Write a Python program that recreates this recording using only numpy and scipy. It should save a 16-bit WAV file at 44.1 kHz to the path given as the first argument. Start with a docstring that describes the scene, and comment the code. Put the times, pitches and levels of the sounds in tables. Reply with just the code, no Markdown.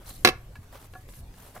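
"""Hands and sleeves brush paper and wood, and a plastic pen squeaks as it slides on a wooden desk.
The pen drops right of a close pair of microphones, bounces and settles: short pushes ring pen and desk.
Light taps of pen, fingers and a notebook ring the same tones; a hand thuds softly as a low, fading swing.
The brushing is shaped noise. A faint room echo, rumble, hiss and two hum tones lie underneath."""
import sys
import numpy as np
from scipy import signal
from scipy.fft import rfft, irfft
from scipy.io import wavfile
from scipy.ndimage import uniform_filter1d

SR = 44100
rng = np.random.default_rng(int(sys.argv[2]) if len(sys.argv) > 2 else 0)


def wrap_up_sound(samples):
    """Save the sound to the file named by the first command line argument, as 16-bit audio."""
    columns = np.atleast_2d(samples).T
    # keep every value between -1 and 1, then stretch to whole-number steps
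    tamed = np.clip(columns, -1, 1)
    steps = np.round(tamed * 32767).astype(np.int16)
    wavfile.write(sys.argv[1], SR, steps)


def ratio_of_db(decibels):
    """Turn decibels (scalar or array-like) into linear amplitude factors; 0 dB maps to 1."""
    return 10 ** (np.asarray(decibels, float) / 20)


N = 70560  # length in samples: 1.6 s


def evened(x):
    """Scales a sound to an rms of 1."""
    return x / np.sqrt(np.mean(x ** 2) + 1e-20)


def read(points, hz):
    """Reads a curve between its points, along a logarithmic pitch axis."""
    point_hz, value = np.transpose(points)
    return np.interp(np.log(hz + 1), np.log(point_hz + 1), value)


def add(mix, start_s, sound):
    """Adds a sound to the mix from a given time, cut off at the end of the mix."""
    part = mix[..., round(start_s * SR):][..., :sound.shape[-1]]
    part += sound[..., :part.shape[-1]]


def sides(left_minus_right_db):
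    """Gains for left and right that share a level difference equally."""
    return ratio_of_db(np.multiply.outer([.5, -.5], left_minus_right_db))


def noise(colour, same, patch_db, size):
    """Two channels of patchy noise with a given spectrum and left-right likeness."""
    hop = size // 4
    hz = np.fft.rfftfreq(size, 1 / SR)
    a, b, c, d, patches = rng.standard_normal((N // hop + 5, len(hz), 5)).T
    # neighbouring pitches, then neighbouring moments, rise and fall together
    patches = uniform_filter1d(patches, size=9, axis=0)
    patches = evened(uniform_filter1d(patches, size=5, axis=1))
    same = np.clip(same * np.ones(len(hz)), -1, 1)[:, None]
    left = a + 1j * b
    right = same * left + np.sqrt(1 - same ** 2) * (c + 1j * d)
    level = ratio_of_db(read(colour, hz)[:, None] + patch_db * patches)
    return evened(signal.istft(np.array([left, right]) * level, nperseg=size, noverlap=size - hop)[1][:, :N])


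# pen blows on the desk: (time [s], relative level [dB], width of the push at half height [ms])
PEN_BLOWS = [(0.2487, -1.5, 0.093), (0.2515, -11, 0.13), (.2592, -6, 0.63), (0.263, -20, 0.082),
             (.2735, -6, 0.15), (.2845, -8.5, 0.92), (0.2875, -9.5, 0.16), (.2965, -21.5, 0.92),
             (0.303, -25, 0.63)]
# left minus right for the pen: (frequency [Hz], level difference [dB])
PEN_SIDE = [(1400, 0), (2400, -3), (4500, -7), (12000, -1)]


def pen():
    """A short push rings the modes and adds a crack, louder for brief contacts; left is later and duller."""
    out = np.zeros((2, N))
    chance = rng.standard_normal((len(PEN_BLOWS), len(RING_MODES)))
    for (start_s, db, contact_ms), scatter in zip(PEN_BLOWS, chance):
        push = np.hanning(max(round(2 * contact_ms * SR / 1000), 1) + 2)
        # each mode is struck 1.5 dB (rms) stronger or weaker by chance
        ringing = np.convolve(ring(1.5 * scatter, 0.68), push / push.sum())[:SR // 4]
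        crack_gain = ratio_of_db(3) * .15 / contact_ms
        blow = ratio_of_db(db) * 0.25 * (ringing + crack_gain * crack(.048))
        add(out[0], start_s + .00015, blow[0])  # left lags by 0.15 ms
        add(out[1], start_s, blow[1])
    out = irfft(rfft(out) * sides(read(PEN_SIDE, np.fft.rfftfreq(N, 1 / SR))), N)
    return signal.sosfilt(signal.butter(3, 210, "high", fs=SR, output="sos"), out)  # thins the bass


# ringing tones (modes) of pen and desk top:
# (frequency before detuning [Hz], relative level [dB], time to fade by 60 dB before shortening [s])
RING_MODES = [(136.7, 3, 0.11), (246.3, -3.5, 0.12), (364, -4, 0.08), (483.5, -5, 0.0619),
              (535, -3.5, 0.061), (738.6, -2, 0.0863), (1110, -4, 0.052), (1410, -1.5, 0.029),
              (1685, -5, 0.11), (2270, -0.5, 0.04), (2655, 6, 0.067), (4024, 8.5, 0.046), (4400, 7, 0.012),
              (5573, 12, 0.012)]


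def ring(gain_db, stretch):
    """All modes struck at once, each slightly detuned at random, first swing inward."""
    t = np.arange(SR // 4) / SR
    hz, db, t60 = np.transpose(RING_MODES)[:, :, None]
    detune = .02 * np.minimum(hz / 4000, 1)  # rms share; low modes shift less
    hz = hz * (1 + detune * rng.standard_normal(hz.shape))
    fading = ratio_of_db(db + gain_db[:, None] - 60 * t / (t60 * stretch))
    return -(fading * np.sin(2 * np.pi * hz * t)).sum(0)


def coloured(x, colour):
    """Gives a sound a new spectrum and an rms of 1."""
    hz = np.fft.rfftfreq(x.shape[-1], 1 / SR)
    return evened(irfft(rfft(x) * ratio_of_db(read(colour, hz)), x.shape[-1]))


# spectrum of the crack: (frequency [Hz], relative level [dB])
CRACK = [(400, -36.5), (1200, -2), (2200, 1.5), (3300, -4), (5500, -9), (7500, -21), (11500, -13),
         (16000, -34)]


def crack(t60):
    """Broad burst of the many short modes too dense to count, partly shared by both microphones."""
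    alike = .82
    t = np.arange(SR // 4) / SR
    shared, *own = rng.standard_normal((3, len(t)))
    burst = alike * shared + np.sqrt(1 - alike ** 2) * np.array(own)
    return ratio_of_db(-60 * t / t60) * coloured(burst, CRACK)


# light taps of fingers, notebook and, at 0.059 s, the pen:
# (time [s], relative level [dB], most strongly struck frequency [Hz],
# softness: fade time of the puff [s], ring length [share of the modes' fade time])
TAPS = [(.059, -51, 4800, .002, .6), (.1065, -43, 660, .003, .3), (.555, -42, 1750, .0035, .45),
        (.9372, -39, 1100, .0005, .7), (.952, -38, 950, .0045, 1.0), (1.0892, -42, 1200, .0004, .2),
        (1.1375, -45, 1300, .0005, .25), (1.341, -46, 1100, .0006, .25), (1.5555, -43, 850, .007, .2),
        (1.562, -36, 1020, .011, .17)]


def taps():
    """A puff of friction strikes modes near the tap's pitch hardest; hard taps reach wider and crack."""
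    out = np.zeros((2, N))
    t = np.arange(2000) / SR
    mode_hz, mode_db, _ = np.transpose(RING_MODES)
    for start_s, db, top_hz, soft_s, share in TAPS:
        hard = .0012 / (soft_s + .0012)  # near 0 for soft taps, towards 1 for hard ones
        puff = (1 - hard) * rng.standard_normal(2000) * np.exp(-t / soft_s)
        puff[0] = 8 * hard  # the knock that opens the tap
        reach_octaves = .3 + (2.3 - .3) * hard
        # cancel each mode's own level, so that only nearness to the tap's pitch counts
        near_db = -6 * (np.log2(mode_hz / top_hz) / reach_octaves) ** 2 - mode_db
        tap = signal.oaconvolve(ring(near_db, share), puff)[:SR // 4]
        tap = tap / np.sqrt(2 * uniform_filter1d(tap ** 2, size=100).max())
        add(out, start_s, ratio_of_db(db) * (tap + ratio_of_db(-5) * hard * crack(.014)))
    return out


# soft thuds of a hand through the desk: (time [s], relative level [dB], frequency [Hz])
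THUDS = [(0.587, -37, 97)]


def thuds():
    """A low swing that starts softly over 4 ms and fades by 60 dB in 0.11 s."""
    out = np.zeros(N)
    t = np.arange(SR // 5) / SR
    for start_s, db, hz in THUDS:
        fading = ratio_of_db(db - 60 * t / .11) * np.minimum(t / 0.004, 1)
        add(out, start_s, fading * 2 * np.sin(2 * np.pi * hz * t))
    return out


# loudness of the sliding pen's squeak, before its left-right balance: (time [s], level [dB])
SQUEAK = [(0.062, -62), (0.085, -52), (.1, -58), (.110, -47), (0.124, -64), (.178, -60), (.2, -72)]


def squeak():
    """Uneven slips ring one mode of the pen's shell."""
    mode_hz, width_hz = 4130, 380
    time_s, db = np.transpose(SQUEAK)
    slips = rng.standard_normal(N) * (rng.random(N) < 600 / SR)  # about 600 slips a second
    r = np.exp(-np.pi * width_hz / SR)
    tone = signal.lfilter([1, 0, -1], [1, -2 * r * np.cos(2 * np.pi * mode_hz / SR), r * r], slips)
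    loudness = ratio_of_db(np.interp(np.arange(N) / SR, time_s, db, -120, -120))
    return evened(tone) * loudness * sides(-8.0)[:, None]  # louder on the right


# spectra of the brushing's treble and middle noise: (frequency [Hz], relative level [dB])
BRUSH_TOP = [(2500, 0.5), (5000, 1.5), (11000, 8.5), (14500, 6.5), (16200, -17.5)]
BRUSH_MID = [(200, -29), (450, -5), (1000, -4.5), (2500, -14.5), (7000, -21.5)]
# strokes of skin and cloth over paper and wood, levels before the uneven catching:
# (start [s], rise [s], hold [s], fall [s], treble level [dB], middle level [dB])
STROKES = [(.0, 0.011, 0.094, 0.035, -99, -58.5), (0.015, 0.081, 0.013, 0.037, -45, -51.5),
           (0.088, 0.011, 0.059, 0.27, -51.5, -67), (0.554, 0.0037, 0.011, 0.018, -76, -57),
           (0.62, 0.014, 0.0072, .015, -65.5, -58.5), (0.707, 0.022, 0.035, 0.065, -72, -48.5),
           (0.781, 0.02, 0.061, 0.027, -57, -55), (0.904, 0.017, 0.076, 0.12, -63.5, -95),
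           (1.078, 0.0038, 0.065, 0.044, -55.5, -83), (1.129, 0.031, 0.044, 0.021, -53.5, -89),
           (1.276, 0.11, 0.12, 0.096, -58.5, -56), (1.53, 0.023, 0.025, 0.045, -55.5, -54)]


def brushing():
    """Each stroke swells, holds and fades in treble and middle noise, catching unevenly."""
    t = np.arange(N) / SR
    power = np.zeros((2, N))
    for start_s, rise, hold, fall, top_db, mid_db in STROKES:
        corners = np.cumsum(np.abs([0, rise, hold, fall]))
        shape = np.interp(t - start_s, corners, [0, 1, 1, 0])
        power += (ratio_of_db(np.array([[top_db], [mid_db]])) * shape ** 2.2) ** 2
    scrape = ratio_of_db(2.2 * evened(uniform_filter1d(rng.standard_normal(N), size=300)))  # 2.2 dB rms
    top = noise(BRUSH_TOP, 0.1015, 2.2, size=256) * np.sqrt(power[0]) * sides(1.0)[:, None]
    mid = noise(BRUSH_MID, 0.64, 2.2, size=256) * np.sqrt(power[1])
    return scrape * (top + mid)


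# how alike left and right are, in the room and the background: (frequency [Hz], likeness [0 to 1])
SAME = [(60, 1.0), (180, 0.98), (550, 0.86), (1650, 0.14), (15000, 0.0492)]
# how long the room rings: (frequency [Hz], time to fade by 60 dB [s])
ROOM = [(300, 0.27), (1500, 0.3), (10000, 0.16)]


def room(x):
    """Sparse reflections of random sign, each band dying at its own speed; both sides share the bass."""
    hits = np.zeros((2, SR // 2))
    at = np.arange(200, SR // 2 - 20, 20)
    at = at + rng.integers(0, 20, (2, len(at)))  # one hit somewhere in every 20 samples
    np.put_along_axis(hits, at, rng.choice([-1., 1.], at.shape), 1)
    hz, t, z = signal.stft(hits, SR, nperseg=256)
    same = np.clip(read(SAME, hz), 0, 1)[:, None]
    z = np.array([z[0], same * z[0] + np.sqrt(1 - same ** 2) * z[1]])
    fading = ratio_of_db(-60 * t / read(ROOM, hz)[:, None])
    tail = signal.istft(z * fading, SR, nperseg=256)[1]
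    return signal.fftconvolve(x.mean(0)[None], tail / np.linalg.norm(tail[0]), axes=1)[:, :N]


# spectrum of rumble and hiss: (frequency [Hz], relative level [dB])
RUMBLE = [(12, -9), (30, 6.5), (60, -3.5), (130, -9), (200, -16.5), (400, -20.5), (800, -26.5),
          (3000, -34.5), (7000, -39), (13000, -37.5), (15800, -42.5)]
# hum tones: (frequency [Hz], level around which it wavers [dB])
HUM = [(98, -57.5), (120, -60)]


def background():
    """Low rumble and hiss from patchy noise, and two wavering hum tones."""
    t = np.arange(N) / SR
    likeness = read(SAME, np.fft.rfftfreq(2048, 1 / SR))
    out = ratio_of_db(-47) * noise(RUMBLE, likeness, 3, size=2048)
    for hz, db in HUM:
        waver = evened(uniform_filter1d(rng.standard_normal(N), size=5000))
        tone = np.sqrt(2) * np.sin(2 * np.pi * (hz * t + rng.random()))
        out = out + ratio_of_db(db + 4.3 * waver) * tone
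    return out


def scene():
    """Pen and taps with their room echo, then thuds, squeak, brushing and background."""
    struck = pen() + taps()
    echo = ratio_of_db(-17.5) * room(struck)
    return struck + echo + thuds() + squeak() + brushing() + background()


def low_pass(x):
    """Removes everything above the highest recorded frequency."""
    return signal.sosfilt(signal.butter(12, 17160, fs=SR, output="sos"), x)


def record(dry):
    """Peaks beyond full scale clip; then a steep filter removes the highest treble."""
    clipped = np.clip(dry, -1, 1)
    edge = signal.firwin(255, 15800, window=("kaiser", 8), fs=SR)[None]
    mix = signal.oaconvolve(clipped, edge, "same")
    return low_pass(mix)


dry = scene()
out = record(dry)
wrap_up_sound(out)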